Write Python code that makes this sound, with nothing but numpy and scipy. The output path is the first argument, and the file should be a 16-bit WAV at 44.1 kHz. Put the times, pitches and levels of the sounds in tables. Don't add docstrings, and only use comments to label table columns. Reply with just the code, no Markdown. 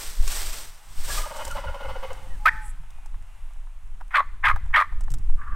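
import sys
import numpy as np
from scipy import signal
from scipy.fft import rfft, irfft, next_fast_len
from scipy.io import wavfile
from scipy.ndimage import uniform_filter1d, map_coordinates

SR = 44100
rng = np.random.default_rng(int(sys.argv[2]) if len(sys.argv) > 2 else 0)


def to_wav(s):
    ch = np.atleast_2d(s).T
    pcm = np.round(np.clip(ch, -1, 1) * 32767)
    wavfile.write(sys.argv[1], SR, pcm.astype(np.int16))


N = 244755

# frequency_hz, density_db
TWIG_SPECTRUM = [(800, -2.5), (2500, -2.5), (4200, -6.5), (5500, 1), (8300, 3.5), (10500, -6),
                 (15500, -10.5)]
TAP_SPECTRUM = [(250, -49), (500, -16), (830, 12), (1300, 1.5), (1750, -1), (2500, -23), (4000, -24),
                (9000, -32.5)]
HEN_BREATH = [(250, -66), (450, -43.5), (650, -16.5), (1000, 0.5), (1900, 3), (2500, -3.5), (2850, -18),
              (3400, -15.5), (4200, -28.5), (5000, -28.5), (7000, -35.5), (8500, -31), (9600, -35.5),
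              (12300, -30), (14000, -43.5)]


def amp(db):
    return 10 ** (np.asarray(db) / 20)


def unit(x):
    return x / np.sqrt(np.mean(x ** 2) + 1e-20)


def along(points, hz):
    knots_hz, values = np.transpose(points)
    return np.interp(np.log(hz + 1), np.log(knots_hz + 1), values)


def curve(points, t):
    return np.interp(t, *np.transpose(points))


def wobble(rate, size):
    knots = rng.standard_normal(int(size * rate / SR) + 4)
    return map_coordinates(knots, [np.arange(size) * rate / SR])


def coloured(x, points):
    n = x.shape[-1]
    m = next_fast_len(n + 8192)
    response = amp(along(points, np.fft.rfftfreq(m, 1 / SR)))
    return unit(irfft(rfft(x, m) * response, m)[..., :n])


def noise(points, size):
    return coloured(rng.standard_normal(size), points)


def low_pass(x, hz):
    return signal.sosfiltfilt(signal.butter(4, hz, fs=SR, output="sos"), x)


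def swell(t, length, attack_s, release_s):
    rise = np.clip(t / attack_s, 0, 1)
    fall = np.clip(1 - (t - length) / release_s, 0, 1)
    return np.sin(np.pi / 2 * rise * fall) ** 2


def add(track, start_s, x):
    i = max(0, round(start_s * SR))
    track[i:i + len(x)] += x[:max(0, len(track) - i)]


def wind():
    # time_s, level_db
    buffet_levels = [(0.0, -37), (0.14, -32), (0.2, -16.5), (0.8, -44), (1.12, -21), (1.3, -36.5),
                     (1.7, -29.5), (1.74, -34), (2.0, -30.5), (4.41, -34), (4.54, -13.5), (4.81, -31),
                     (5.1, -24), (5.2, -30), (5.26, -17.5), (5.38, -15.5), (5.44, -37.5), (5.52, -27)]
    rumble_levels = [(0.0, -56.5), (0.37, -54), (0.73, -57.5), (1.36, -50), (2.7, -50.5), (2.86, -60.5),
                     (3.26, -56.5), (3.57, -62.5), (4.4, -56), (4.53, -46), (4.78, -52.5), (5.55, -50)]
    hush_levels = [(0, -57.5), (2.2, -54.5), (2.8, -59.5), (3.3, -59.5), (3.9, -62), (5.55, -61.5)]
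    # frequency_hz, density_db
    buffet_spectrum = [(2, -10.5), (7, 1.5), (13, -3.5), (25, -3), (45, -24.5), (80, -31), (200, -96)]
    rumble_spectrum = [(20, -4), (50, -0.5), (80, -7.5), (130, -17), (220, -28), (400, -34.5), (1000, -100)]
    hush_spectrum = [(250, -57), (420, -20), (632, -3), (781, -2.5), (818, 1.5), (1090, 0), (1850, -5),
                     (2000, -4), (2320, -6), (2700, -5.5), (4010, -14), (4520, -18), (8800, -12.5),
                     (15600, -26)]
    t = np.arange(N) / SR
    gusts = amp(4 * wobble(11, N))
    buffet_gain = np.sqrt(gusts) * amp(curve(buffet_levels, t) + 2)
    rumble_gain = gusts * amp(curve(rumble_levels, t) + 8.5)
    hush = amp(curve(hush_levels, t) + .6 * wobble(5.7, N)) * noise(hush_spectrum, N)
    mid, side = (buffet_gain * noise(buffet_spectrum, N) + rumble_gain * noise(rumble_spectrum, N)
                 for _ in range(2))
    return mid + hush + amp(-23.5) * side * np.array([[1], [-1]])


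def grass():
    # full_speed_s, hold_s, level_db
    sweeps = [(0.0, 0.11, -37), (0.316, 0.3, -33), (1.14, 0.049, -31), (1.39, 0.16, -45)]
    # frequency_hz, density_db
    straw_spectrum = [(88, -35.5), (150, -5), (213, -9), (645, -1.5), (739, -5), (814, -2), (1050, -2.5),
                      (1130, -1), (2620, -2), (5920, -0.5), (6650, -4), (8400, 2.5), (10200, -9.5),
                      (13100, -5.5), (15600, -11.5)]
    rise_db_per_s, sag_db_per_s, fall_db_per_s = 99.5, 21.5, 138
    t = np.arange(N) / SR
    power = amp(-58 - 1.5 * t - 54 * np.maximum(t - 2.55, 0)) ** 2
    for full_speed_s, hold_s, level_db in sweeps:
        since = t - full_speed_s
        drop_db = (rise_db_per_s * np.maximum(-since, 0) + sag_db_per_s * np.clip(since, 0, hold_s)
                   + fall_db_per_s * np.maximum(since - hold_s, 0))
        power += amp(level_db - drop_db) ** 2
    clumps = amp(1.37 * wobble(60, N) + 1.8 * wobble(1500, N))
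    crackle = (rng.random(N) < 120 / SR) * rng.standard_normal(N)
    rubbing = rng.standard_normal(N) * clumps
    return np.sqrt(power) * coloured(rubbing + amp(5.5) * crackle, straw_spectrum)


def bumps():
    # start_s, level_db, pitch_hz
    shifts = [(0.19, -23, 48.6), (1.659, -25.5, 66.6), (2.79, -44.5, 146), (4.469, -30, 64),
              (4.534, -24.5, 55.6), (4.613, -24, 61), (4.69, -28.5, 51), (5.105, -30.5, 126.8)]
    # frequency_hz, density_db
    thud_spectrum = [(30, -5), (70, 28.5), (140, 7), (350, -49.5), (1500, -100)]
    t60_s, attack_s = .23, .007
    out, t = np.zeros(N), np.arange(SR // 5) / SR
    for start_s, level_db, pitch_hz in shifts:
        push = np.sin(2 * np.pi * pitch_hz * t) + .5 * noise(thud_spectrum, len(t))
        envelope = amp(level_db + 1.5 - 60 * t / t60_s) * (1 - np.exp(-t / attack_s))
        add(out, start_s, envelope * push)
    return out


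def knocks(events, spectrum, t60_s, gain_db):
    out, t = np.zeros(N), np.arange(SR // 10) / SR
    envelope = amp(-60 * t / t60_s) * (1 - np.exp(-t / .0003))
    for time_s, level_db in events:
        burst = coloured(rng.standard_normal(len(t)) * envelope, spectrum)
        add(out, time_s - .001, amp(level_db + gain_db) * burst / np.abs(burst).max())
    return out


def twig_snaps():
    # time_s, level_db
    snaps = [(0.2776, -19.5), (1.3674, -33), (1.4513, -24), (1.479, -27.5), (1.5124, -29), (2.131, -36),
             (2.681, -43.5), (3.06, -42), (5.0089, -37.5), (5.0386, -40), (5.104, -35), (5.1178, -34),
             (5.1396, -27), (5.185, -43.5)]
    return knocks(snaps, TWIG_SPECTRUM, t60_s=.034, gain_db=-.5)


def syrinx(pitch, rasp, partials, throat, breath, jitter, jitter_rate, air_share, shudder_db):
    n, rasp = len(pitch), np.clip(rasp, 0, 1)
    unsteady_hz = pitch * (1 + jitter * np.sqrt(rasp) * wobble(jitter_rate, n))
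    phase = 2 * np.pi * np.cumsum(unsteady_hz) / SR
    membrane = np.zeros(n)
    for harmonic, level_db in partials:
        gain = amp(level_db + shudder_db * rasp * wobble(jitter_rate, n))
        membrane += gain * np.cos(harmonic * phase + 2 * np.pi * rng.random())
    air = coloured(rng.standard_normal(n) * (1 + .5 * np.cos(phase)), breath)
    share = np.clip(air_share * rasp, 0, 1)
    voice = np.sqrt(1 - share) * coloured(membrane, throat) + np.sqrt(share) * air
    power = uniform_filter1d(uniform_filter1d(voice ** 2, size=90), size=60)
    return unit(voice / np.sqrt(np.abs(power) + .2))


def tom_note(pitch, rasp, partials):
    # frequency_hz, gain_db
    throat = [(250, -13), (420, -19.5), (540, 1), (720, -8), (860, 1), (1000, 3), (1180, -4), (1420, -4),
              (1800, -17.5), (2130, -7), (2350, -24.5), (2550, -11), (2750, -19), (2970, -4.5),
              (3200, -17.5), (7000, -36.5)]
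    voice = syrinx(pitch, rasp, partials, throat, throat,
                   jitter=.041, jitter_rate=450, air_share=.75, shudder_db=6)
    return voice * signal.windows.tukey(len(pitch), .5)


def gobble():
    # start_s, length_s, level_db
    syllables = [(1.076, 0.029, -40), (1.163, .058, -38.5), (1.254, .028, -34.5), (1.303, 0.031, -34.5),
                 (1.341, 0.042, -36.5), (1.379, 0.06, -33), (1.464, 0.029, -35), (1.545, 0.061, -31.5),
                 (1.634, 0.036, -33.5), (1.679, 0.027, -35), (1.736, 0.037, -35), (1.8, .032, -35),
                 (1.842, 0.031, -33.5), (1.878, 0.048, -34), (1.954, 0.023, -32.5), (2.023, 0.04, -32),
                 (2.1, 0.027, -33.5)]
    # multiple_of_half_pitch, level_db
    partials = [(2, 6), (3, 0.5), (4, -17), (5, -20), (6, -10), (7, -16), (8, -6.5), (9, -25), (10, -18),
                (11, -18)]
    # start_s, glide_from_hz, glide_to_hz, level_db
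    yodels = [(1.092, 1147, 1200, -35.5), (1.096, 1760, 1625, -34), (1.172, 1190, 1280, -30),
              (1.235, 1240, 1212, -36.5), (1.502, 1550, 1284, -34), (1.667, 1530, 1346, -35.5),
              (1.788, 1395, 1480, -42), (1.823, 1487, 1420, -38), (1.941, 1404, 1480, -44)]
    first_hz, sag_hz_per_s, scoop_s, hook_s, yodel_s = 660, 110, .04, .02, .028
    out = np.zeros(N)
    for start_s, length_s, level_db in syllables:
        to_hook_s = length_s - hook_s - np.arange(0, length_s, 1 / SR)
        scoop = np.clip(to_hook_s / scoop_s, 0, 1)
        hook = np.clip(-to_hook_s / hook_s, 0, 1)
        top_hz = first_hz - sag_hz_per_s * (start_s - syllables[0][0])
        pitch = top_hz * (1 - .07 * scoop - .17 * hook)
        rasp = np.interp(hook, [0, .5], [.74, .1])
        add(out, start_s, amp(level_db + .75 - .5 * hook) * tom_note(pitch / 2, rasp, partials))
    arch = 1 - .06 * np.linspace(-1, 1, int(yodel_s * SR)) ** 2
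    for start_s, glide_from_hz, glide_to_hz, level_db in yodels:
        pitch = np.linspace(glide_from_hz, glide_to_hz, len(arch)) * arch
        add(out, start_s, amp(level_db) * tom_note(pitch, rasp=.11, partials=[(1, -4), (2, -9.5)]))
    return out


def woods(x, build_s):
    # frequency_hz, t60_s
    decay_times = [(200, 0.58), (900, 1), (1700, 0.52), (3500, 0.99), (7000, 0.46), (14000, .12)]
    colour = [(300, -14.5), (800, -1), (1250, -2), (1750, 7.5), (2800, -2), (6000, 10), (14000, -6)]
    hz, t, bands = signal.stft(rng.standard_normal(SR), SR, nperseg=256)
    envelopes = amp(-60 * t / along(decay_times, hz)[:, None]) * (1 - np.exp(-t / build_s))
    tail = coloured(signal.istft(bands * envelopes, SR, nperseg=256)[1], colour)
    return signal.fftconvolve(x, tail / np.linalg.norm(tail))[:N]


def distant_calls():
    # start_s, length_s, first_hz, middle_hz, last_hz, level_db
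    calls = [(2.292, 0.08, 1870, 1860, 1464, -56.5), (2.375, 0.33, 810, 870, 818, -46.5),
             (2.88, 0.204, 2500, 2470, 2400, -70), (3.1, .45, 2620, 2770, 2680, -74.5)]
    out = np.zeros(N)
    for start_s, length_s, *pitches, level_db in calls:
        progress = np.linspace(0, 1, int(length_s * SR))
        pitch = np.polyval(np.polyfit([0, .5, 1], pitches, 2), progress)
        tone = unit(np.sin(2 * np.pi * np.cumsum(pitch) / SR))
        add(out, start_s, amp(level_db) * tone * signal.windows.tukey(len(tone), .4))
    n = int(.16 * SR)
    flicker = amp(-54 + 4.3 * wobble(60, n))
    lisp = noise([(5500, -38), (7800, 1), (11000, -5.5), (13000, -25)], n)
    add(out, 2.585, flicker * lisp * signal.windows.tukey(n, .9))
    return out


def hen_note(pitch, rasp, jitter, air_share, bright_db):
    # harmonic, level_db
    partials = [(1, -10), (2, 3.5), (3, -12), (4, -14), (5, -31), (6, -15), (7, -13.5)]
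    # frequency_hz, gain_db
    throat = [(250, -44), (480, -6), (650, -7.5), (1200, 5.5), (1900, 1), (2450, -8), (2850, -26),
              (3400, -5.5), (4500, -9), (6500, -28.5), (15000, -34)]
    voice = syrinx(pitch, rasp, partials, throat, HEN_BREATH, jitter,
                   jitter_rate=300, air_share=air_share, shudder_db=12)
    dull = low_pass(voice, hz=2920)
    treble_db = np.interp(np.linspace(0, 1, len(pitch)), np.linspace(0, 1, len(bright_db)), bright_db)
    return dull + amp(treble_db) * (voice - dull)


def nasal(x, gain):
    return x + gain * signal.lfilter(*signal.iirpeak(3230, Q=5.9, fs=SR), x)


def cluck():
    # start_s, length_s, level_db
    call = (2.4535, .042, -12.5)
    start_s, length_s, level_db = call
    from_hz, to_hz, attack_s, release_s, accent_s = 615, 996, .0071, .0032, .012
    out, t = np.zeros(N), np.arange(0, length_s + release_s, 1 / SR)
    progress = np.minimum(t / length_s, 1)
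    pitch = from_hz + (to_hz - from_hz) * progress ** 1.8
    rasp = .79 * np.sin(np.pi * progress)
    note = hen_note(pitch, rasp, jitter=.034, air_share=.27, bright_db=[3.5, 5, 0, -1.5, -8])
    note = nasal(note, amp(-4.5) * np.sin(np.pi * progress ** 2))
    accent_db = 5.5 * (np.exp(-(t / accent_s) ** 4) - .5)
    envelope = swell(t, length_s - release_s / 2, attack_s, release_s)
    add(out, start_s, amp(level_db + accent_db) * envelope * note)
    return out


def nearby_trunks(x):
    t60_s, build_s = .076, .0035
    t = np.arange(SR // 8) / SR
    scatter = rng.standard_normal(len(t)) * amp(-60 * t / t60_s) * (1 - np.exp(-t / build_s))
    return signal.fftconvolve(x, scatter / np.linalg.norm(scatter))[:N]


def litter():
    from_s, to_s = 2.75, 5.35
    when, strength = rng.random((30, 2)).T
    events = np.column_stack([from_s + (to_s - from_s) * when, -59.5 + 17 * strength ** 2])
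    leaves = knocks(events[::2], TWIG_SPECTRUM, t60_s=.017, gain_db=2.5)
    cloth = knocks(events[1::2], TAP_SPECTRUM, t60_s=.04, gain_db=1)
    return leaves + cloth


def gear_taps():
    # time_s, level_db
    taps = [(2.985, -43), (3.059, -39.5), (3.143, -38), (3.671, -44), (4.011, -29.5), (4.562, -21.5),
            (4.924, -35), (5.009, -37), (5.08, -32), (5.296, -36.5)]
    return knocks(taps, TAP_SPECTRUM, t60_s=.033, gain_db=-3)


def yelp(t, length_s, break_s, high_hz, low_hz, rattle_hz):
    flip_s, surge_s, nasal_s, sag_octaves_per_s = .0023, .015, .023, 3.16
    since, progress = t - break_s, np.clip(t / length_s, 0, 1)
    broken = .5 + .5 * np.tanh(since / flip_s)
    depth = .61 * progress
    rattle_phase = 2 * np.pi * rattle_hz * (t - length_s) + .4 * wobble(46, len(t))
    pitch = (high_hz + (low_hz - high_hz) * broken) * 2 ** (-sag_octaves_per_s * since)
    pitch *= 1 - .11 * depth * np.sin(rattle_phase)
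    rasp = .51 - .13 * broken + .54 * np.exp(-(since / surge_s) ** 2)
    note = hen_note(pitch, rasp, jitter=.039, air_share=.42, bright_db=[-26, -4, 0, 6.5, 12])
    note = nasal(note, amp(7.5) * np.exp(-(since / nasal_s) ** 2))
    mouth_closing = .83 * progress ** 2
    note += mouth_closing * (low_pass(note, hz=2150) - note)
    return note * (1 + depth * np.cos(rattle_phase)) / np.sqrt(1 + depth ** 2 / 2)


def hen_yelps():
    # start_s, length_s, break_s (after the start), high_hz, low_hz, level_db, rattle_hz
    calls = [(4.139, 0.066, .02, 737.3, 602, -17, 89.6), (4.435, 0.0794, .036, 831.3, 660, -18, 70.3),
             (4.736, 0.088, .024, 906.7, 663.7, -16, 95)]
    lead_s, trail_s, fade_db_per_s = .01, .028, 32
    out = np.zeros(N)
    for start_s, length_s, break_s, high_hz, low_hz, level_db, rattle_hz in calls:
        t = np.arange(-lead_s, length_s + trail_s, 1 / SR)
        weak_voicing = amp(-17.5) * signal.windows.tukey(len(t), .2)
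        effort = np.hypot(swell(t, length_s, attack_s=.008, release_s=.0065), weak_voicing)
        envelope = amp(level_db - fade_db_per_s * (t - break_s)) * effort
        add(out, start_s + t[0], envelope * yelp(t, length_s, break_s, high_hz, low_hz, rattle_hz))
    n = int(.046 * SR)
    add(out, 4.106, amp(np.linspace(-44, -40, n)) * noise(HEN_BREATH, n) * signal.windows.tukey(n, .1))
    return signal.sosfiltfilt(signal.butter(4, [510, 13000], "bandpass", fs=SR, output="sos"), out)


def far_tom():
    # time_s, level_db
    levels = [(5.36, -74), (5.39, -44.5), (5.53, -42.5)]
    # frequency_hz, gain_db
    colour = [(400, -30), (800, -25), (1150, 2), (1400, -3), (1700, -7), (2100, -18), (3000, -33),
              (6000, -83)]
    centre_hz, warble_hz = 580, 14
    out, t = np.zeros(N), np.arange(levels[0][0], N / SR, 1 / SR)
    pitch = centre_hz * (1 + .042 * np.sin(2 * np.pi * warble_hz * (t - t[0])))
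    voice = syrinx(pitch, rasp=.55, partials=[(2, 4), (3, -3)], throat=colour, breath=colour,
                   jitter=.0236, jitter_rate=196, air_share=.92, shudder_db=10)
    add(out, t[0], amp(curve(levels, t) + 2.5 * wobble(121, len(t))) * voice)
    return out


def scene():
    sharp, yelps, tom = cluck(), hen_yelps(), gobble()
    echoes = (amp(-21.5) * woods(sharp, build_s=.005) + amp(-28) * woods(yelps, build_s=.0089)
              + amp(-5.5) * woods(tom, build_s=.0045))
    early = amp(-10.5) * nearby_trunks(yelps) + amp(-29.5) * nearby_trunks(sharp)
    ticks = twig_snaps() + gear_taps()
    voices = sharp + yelps + amp(-2) * tom + far_tom() + distant_calls()
    return voices + early + echoes + grass() + ticks + litter() + bumps() + wind()


def record(dry):
    top_hz = 15800
    m = next_fast_len(N + SR // 2)
    return irfft(rfft(dry, m) * (np.fft.rfftfreq(m, 1 / SR) < top_hz), m)[..., :N]


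dry = scene()
out = record(dry)
to_wav(out)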